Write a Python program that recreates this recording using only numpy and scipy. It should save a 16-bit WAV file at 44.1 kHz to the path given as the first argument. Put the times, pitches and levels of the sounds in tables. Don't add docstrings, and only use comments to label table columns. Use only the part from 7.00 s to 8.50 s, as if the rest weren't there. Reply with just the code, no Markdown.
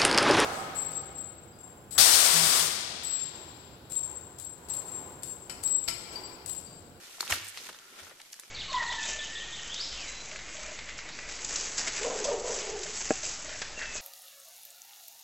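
import sys
import numpy as np
from scipy import signal
from scipy.io import wavfile
from scipy.ndimage import uniform_filter1d

SR = 44100
rng = np.random.default_rng(int(sys.argv[2]) if len(sys.argv) > 2 else 0)


def wrap_up_sound(samples):
    columns = np.atleast_2d(samples).T
    tamed = np.clip(columns, -1, 1)
    steps = np.round(tamed * 32767).astype(np.int16)
    wavfile.write(sys.argv[1], SR, steps)


def gain_from_db(level_db):
    decades = np.asarray(level_db, float) / 20
    return 10 ** decades


N = 66150

# start_s, peak_db, pitch_hz, fade_s (time to fall 60 dB)
FOLD_SNAPS = [(0.1837, -44, 703, 0.019), (0.2041, -58, 2290, 0.0081), (0.2195, -35, 9500, 0.022),
              (0.2285, -28, 960, 0.0063), (0.2713, -33.5, 1310, 0.005), (0.2774, -25, 2820, 0.0065),
              (0.3024, -32, 3040, 0.018), (0.3091, -23, 1860, 0.016), (0.3214, -16, 2560, 0.02),
              (0.3245, -12.5, 1930, 0.019), (0.3336, -29, 2950, 0.017), (0.336, -29, 2250, 0.011),
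              (0.545, -37, 2050, 0.011), (0.5734, -25.5, 2800, 0.012), (0.6126, -34, 5130, 0.017),
              (0.6682, -37.5, 2520, 0.016), (0.689, -41.5, 3040, 0.015), (0.654, -35, 3980, 0.012),
              (0.7294, -37, 3480, 0.02), (0.7458, -41, 1660, 0.017), (0.788, -39.5, 3250, 0.024),
              (0.9969, -38, 1340, 0.021), (1.0678, -41, 1490, 0.051), (1.1102, -45, 1200, 0.02),
              (1.1131, -42.5, 1900, 0.011), (1.1989, -42, 1640, 0.058), (1.2024, -36, 3300, 0.014),
              (1.3919, -44, 1640, 0.033), (1.4348, -44, 2070, 0.017), (1.3412, -36, 9500, 0.008)]
# start_s, peak_db, pitch_hz, left_over_right_db
BUBBLE_TICKS = [(.2065, -22, 4180, 6), (.2079, -25, 4200, 6), (.2086, -24, 5700, 5), (.3048, -26, 10100, 0),
                (.3113, -24, 6600, 4), (.3225, -24, 6300, -2), (.5808, -39, 4200, 0),
                (1.0486, -42, 6800, 4), (1.2165, -38, 4100, 4), (1.3191, -47, 8200, -1.5),
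                (1.3235, -36, 10500, -1.3), (1.3279, -36, 6200, -2.9), (1.3309, -32, 6100, 0),
                (1.3410, -38, 5900, .5), (1.3970, -30, 10200, -2), (1.3998, -40, 10400, -3),
                (1.4072, -44, 11500, -3), (1.4119, -45, 9000, -2)]
# start_s, peak_db, pitch_hz, left_over_right_db
TAPE_SLIPS = [
    (0.4461, -31.3, 8020, -4.5),
    (0.4527, -35.8, 7780, 0.1),
    (0.4601, -36.3, 7880, -3.2),
    (0.469, -34.6, 8390, -3.6),
    (0.4808, -33.9, 9320, -4.1),
    (0.4856, -25.4, 8590, -0.5),
    (0.4892, -34.2, 9420, -8.0),
    (0.4941, -33.1, 8990, -4.3),
    (0.5009, -34.3, 10050, -3.7),
]
# start_s, peak_db, pitch_hz
OBJECT_KNOCKS = [(.2290, -39, 686), (.302, -35, 826), (0.3051, -31, 1140), (.3245, -28.5, 740),
                 (0.5736, -31, 4300), (.6950, -35.5, 1530), (0.728, -41, 6800), (1.115, -47.5, 470),
                 (1.202, -46, 1740), (1.3966, -38, 5600), (1.3332, -40.5, 2450)]
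# start_s, length_s, level_db, pitch_hz
FILM_TEARS = [
    (0.2058, .0045, -39, 9500),
    (.218, 0.0065, -45, 7000),
    (0.3002, .011, -35, 6000),
    (0.316, 0.0293, -38.5, 7000),
    (0.34, 0.012, -43, 11100),
    (1.2145, 0.0034, -48, 4200),
    (.2031, .002, -45, 7500),
    (1.3275, .006, -48, 7000),
]
# start_s, peak_db, pitch_hz, fade_s
POCKET_PINGS = [(.2034, -35, 2330, .015), (.2063, -25, 1380, 0.008), (.2066, -41, 364, 0.024),
                (.2087, -24, 7030, 0.011), (.2084, -30.5, 11500, 0.019), (0.209, -38, 13000, .014),
                (.2988, -43, 1500, .006), (0.3083, -22.5, 984, 0.011), (.3008, -30, 1120, 0.019),
                (.3012, -26, 2430, 0.0071), (.3018, -27, 4900, 0.0088), (.3090, -24.5, 3170, 0.0091),
                (.3226, -21, 3000, 0.009), (0.322, -46, 2900, 0.016), (.3284, -28, 4130, 0.0066),
                (.3375, -24.5, 1480, 0.0078), (.5734, -38, 1190, .012), (0.5739, -32, 2090, 0.01),
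                (.5735, -40, 6400, 0.0067), (.574, -49.5, 505, 0.023), (0.6911, -30, 1660, 0.0054),
                (.6914, -35.5, 850, .01), (.6985, -40, 490, 0.014), (.7275, -44, 1050, 0.0075),
                (.7461, -43, 930, .008), (.7465, -43, 3620, 0.011), (.7878, -48, 1310, 0.0052),
                (.788, -44, 6600, 0.016), (1.204, -48, 874, 0.02), (1.331, -35.5, 4700, 0.0076),
                (1.331, -35.5, 6870, .012), (1.3315, -56, 900, 0.0081), (1.341, -43.5, 1760, 0.012),
                (1.341, -48, 4430, 0.011), (1.353, -48, 4660, 0.012), (1.365, -53, 1620, .01),
                (1.3912, -47.5, 1000, 0.016), (1.3968, -38, 7100, 0.012), (1.3972, -54, 1880, .012),
                (1.3975, -53, 490, 0.0085), (1.4345, -48, 1280, 0.016), (1.4365, -52, 4530, .008),
                (1.436, -44.5, 5800, .01), (1.437, -54, 440, 0.014), (.615, -47, 417, 0.024),
                (1.068, -50.5, 615, 0.029), (.925, -50, 386, .02)]
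# start_s, level_db, pitch_hz, fade_s
FILM_CREEP = [
    (.326, -41.5, 2220, 0.94),
    (.576, -43, 2930, 0.14),
]
# time_s, rustle_db, brightness_db_per_octave, object_contact_db
HAND_EFFORT = [(0, -49, -0.5, -4), (.19, -49.5, 1, -2), (.22, -43, 1.5, 0), (0.291, -42.5, 0, -9),
               (0.306, -30.5, 0.5, -2), (0.339, -36, 2, 8.5), (0.398, -43.5, -0.5, -6),
               (.52, -52.5, 1, 1.5), (.58, -47, 0, -9), (0.693, -44.5, 0.5, -3.5), (.71, -51, -1, -9),
               (.85, -55, 0, 6), (.96, -52.5, -1, 4), (1.0, -47.5, 0, 3.5), (1.09, -51.5, -0.5, 0),
               (1.14, -56.5, -1.5, 3), (1.33, -56.5, 0.5, -22), (1.5, -57, 0, -7)]
# pitch_hz, level_db
FILM_COLOUR = [(88, -38), (150, -8.5), (1040, -8), (1340, -9.5), (2060, -4.5), (2980, -3.5), (6470, -5.5),
               (14100, -15), (15500, -34)]
# pitch_hz, width_hz, level_db
OBJECT_TONES = [(1380, 160, -3), (1830, 100, -14), (380, 80, -13)]
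# start_s, level_db, pitch_hz, fade_s
TABLE_THUMPS = [
    (0.314, -42, 87.7, 0.15),
    (0.313, -42, 71, 0.12),
    (0.405, -58, 99, 0.36),
    (1.015, -58, 88, 0.17),
]
# pitch_hz, fade_s
ROOM_FADE = [(200, 0.25), (1500, 0.66), (6000, 1), (15000, 0.072)]
# pitch_hz, level_db
HISS_COLOUR = [(12, -44), (20, 20.5), (315, -34), (372, -9), (581, 8.5), (1770, 9.5), (6910, 12),
               (13900, 8), (15500, -41)]
# pitch_hz, likeness (1 = same sound)
PORT_LIKENESS = [(60, 0.19), (180, 0.75), (550, 0.77), (1650, 0.22), (4970, 0.012), (15000, 0.05)]

SNAP_PAN_DB, LAG_S_PER_DB, PORT_LAG_S = 1, 6e-6, 3.5e-5
ROOM_DB, HISS_DB = -12, -61
TOP_HZ, TOP_WIDTH_HZ, EDGE_HZ = 14700, 220, 15700


def read(points, hz):
    f, value = np.transpose(points)
    return np.interp(np.log(hz + 1), np.log(f + 1), value)


def evened(x):
    return x / np.sqrt(np.mean(x ** 2) + 1e-20)


def add(mix, start_s, sound):
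    part = mix[:, int(round(start_s * SR)):][:, :sound.shape[1]]
    part += sound[:, :part.shape[1]]


def ring(x, hz, width_hz):
    b, a = signal.iirpeak(min(hz, .45 * SR), hz / width_hz, SR)
    return signal.lfilter(b, a, x)


def band(x, low_hz, high_hz):
    sos = signal.butter(2, [low_hz, min(high_hz, .45 * SR)], "band", fs=SR, output="sos")
    return signal.sosfilt(sos, x)


def pair(z, hz):
    same = np.clip(read(PORT_LIKENESS, hz), -1, 1)[:, None]
    return np.array([z[0], same * z[0] + np.sqrt(1 - same ** 2) * z[1]])


def crack(db, hz, fade_s, pan_db, q, spray_db, wide_db, below, above, own):
    chance = rng.standard_normal((4, 1800))
    t = np.arange(1800) / SR
    uneven_db = 3.16 * chance[3].repeat(12)[:len(t)]
    fade_db = -60 * t / np.clip(fade_s, .004, .05)
    spray = (chance[0] + own * chance[1:3]) * gain_from_db(spray_db + uneven_db + fade_db)
    spray[:, 0] += 1
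    width_hz = 1.45 * hz / q
    body = ring(ring(spray, hz, width_hz), hz, width_hz)
    x = body + gain_from_db(wide_db) * band(spray, hz * below, hz * above)
    lag = int(np.clip(round(pan_db * LAG_S_PER_DB * SR), -6, 6))
    x = np.array([np.roll(x[0], 6 + lag), np.roll(x[1], 6)])
    return x / abs(x.mean(0)).max() * gain_from_db(db + pan_db * np.array([[.5], [-.5]]))


def snaps():
    out = np.zeros((2, N))
    for s, db, hz, fade_s in FOLD_SNAPS:
        add(out, s, crack(db, hz, fade_s, SNAP_PAN_DB, q=3.0, spray_db=-20, wide_db=-12,
                          below=.35, above=2.4, own=.7))
    return out


def ticks():
    out = np.zeros((2, N))
    for s, db, hz, pan_db in BUBBLE_TICKS:
        add(out, s, crack(db, hz, .013, pan_db, q=26000 / hz, spray_db=-17, wide_db=-12,
                          below=.35, above=2.3, own=1.1))
    return out


def peel():
    out = np.zeros((2, N))
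    for s, db, hz, pan_db in TAPE_SLIPS:
        add(out, s, crack(db, hz, .006, pan_db, q=3.5, spray_db=-9, wide_db=-7,
                          below=1.1, above=1.7, own=.7))
    return out


def knocks():
    out = np.zeros((2, N))
    for s, db, hz in OBJECT_KNOCKS:
        add(out, s, crack(db, hz, .041, SNAP_PAN_DB, q=1.84, spray_db=-20, wide_db=-17,
                          below=.19, above=2.4, own=.35))
    return out


def tears():
    out, t = np.zeros((2, N)), np.arange(2000) / SR
    for s, length_s, db, hz in FILM_TEARS:
        chance = rng.standard_normal((4, 2000))
        fizz = (chance[0] + .9 * chance[1:3]) * gain_from_db(3.0 * chance[3].repeat(16)[:2000])
        rise = np.minimum(t / .0005, 1)
        fade = gain_from_db(-60 * np.maximum(t - length_s, 0) / .008)
        add(out, s, evened(band(fizz, hz * .45, hz * 2.0)) * rise * fade * gain_from_db(db))
    return out


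def pings():
    out, t = np.zeros((2, N)), np.arange(1800) / SR
    late = np.maximum(t - np.array([[PORT_LAG_S], [0]]), 0)
    for s, db, hz, fade_s in POCKET_PINGS:
        fade = gain_from_db(db - 60 * late / np.clip(fade_s, .003, .05))
        tone = fade * np.sin(2 * np.pi * hz * late)
        add(out, s, band(tone, hz / 2, hz * 2))
    return out


def rustle():
    s, db, tilt_db, touch_db = np.transpose(HAND_EFFORT)
    now = np.arange(N) / SR
    clump = evened(uniform_filter1d(rng.standard_normal(N), 200))
    happens = rng.random(N) < 9000 / SR
    size = gain_from_db(2.4 * np.minimum(rng.exponential(1, N), 4) + 1.1 * clump) * happens
    slips = gain_from_db(-60 * np.arange(200) / SR / .004)
    power = signal.oaconvolve(size ** 2, slips ** 2)[:N].clip(0)
    x = np.sqrt(power) * rng.standard_normal((2, N))
    body = sum(gain_from_db(g + 9.0) * ring(x, f, w) for f, w, g in OBJECT_TONES)
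    x = x + gain_from_db(np.interp(now, s, touch_db)) * body
    hz, t, z = signal.stft(x, SR, nperseg=256, noverlap=192)
    patches = uniform_filter1d(rng.standard_normal(z.shape[1:]), 10, 0)
    patches = evened(uniform_filter1d(patches, 8, 1))
    colour = read(FILM_COLOUR, hz)[:, None] + 1.28 * patches
    tilt = np.interp(t, s, tilt_db) * np.log2((hz[:, None] + 100) / 2500)
    z = pair(z, hz) * gain_from_db(colour + tilt)
    x = evened(signal.istft(z, SR, nperseg=256, noverlap=192)[1][:, :N])
    return x * gain_from_db(np.interp(now, s, db))


def creep():
    out, t = np.zeros((2, N)), np.arange(12000) / SR
    for s, db, hz, fade_s in FILM_CREEP:
        chance = rng.standard_normal((4, 12000))
        fizz = (chance[0] + chance[1:3]) * gain_from_db(1.9 * chance[3].repeat(60)[:len(t)])
        shape = np.minimum(t / .0017, 1) * gain_from_db(db - 60 * t / fade_s)
        add(out, s, evened(band(fizz, hz * .63, hz * 1.8)) * shape)
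    return out


def thumps():
    out, t = np.zeros((2, N)), np.arange(SR // 2) / SR
    port_phase = np.array([[0], [.4]])
    for s, db, hz, fade_s in TABLE_THUMPS:
        shape = (1 - np.exp(-t / .0068)) ** 2 * gain_from_db(db + 8.5 - 60 * t / fade_s)
        add(out, s, shape * np.sin(2 * np.pi * hz * t + port_phase))
    return out


def room(x):
    taps = np.zeros((2, SR // 2))
    at = np.arange(80, SR // 2 - 20, 20)
    at = at + rng.integers(0, 20, (2, len(at)))
    np.put_along_axis(taps, at, rng.choice([-1., 1.], at.shape), 1)
    hz, t, z = signal.stft(taps, SR, nperseg=256)
    fade = gain_from_db(-60 * t / read(ROOM_FADE, hz)[:, None])
    tail = signal.istft(z * fade, SR, nperseg=256)[1]
    tail = tail / np.linalg.norm(tail[0])
    return gain_from_db(ROOM_DB) * signal.fftconvolve(x.mean(0)[None], tail, axes=1)[:, :N]


def hiss():
    hz, t, z = signal.stft(rng.standard_normal((2, N)), SR, nperseg=2048, noverlap=1536)
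    lumps = evened(uniform_filter1d(rng.standard_normal(len(t)), 4)) / (1 + hz[:, None] / 150)
    z = pair(z, hz) * gain_from_db(read(HISS_COLOUR, hz)[:, None] + lumps)
    return gain_from_db(HISS_DB) * evened(signal.istft(z, SR, nperseg=2048, noverlap=1536)[1][:, :N])


def scene():
    near = snaps() + ticks() + peel() + knocks() + tears() + pings()
    return near + rustle() + creep() + thumps() + room(near) + hiss()


def top_cut(x):
    return signal.sosfilt(signal.butter(12, 15800, fs=SR, output="sos"), x)


def record(dry):
    hz = [0, TOP_HZ - TOP_WIDTH_HZ, TOP_HZ + TOP_WIDTH_HZ, EDGE_HZ, EDGE_HZ + 400, SR / 2]
    slope = signal.firwin2(255, hz, [1, 1, gain_from_db(-19), gain_from_db(-20), 0, 0], fs=SR)
    mix = signal.oaconvolve(dry, slope[None], "same")
    return top_cut(mix)


dry = scene()
out = record(dry)
wrap_up_sound(out)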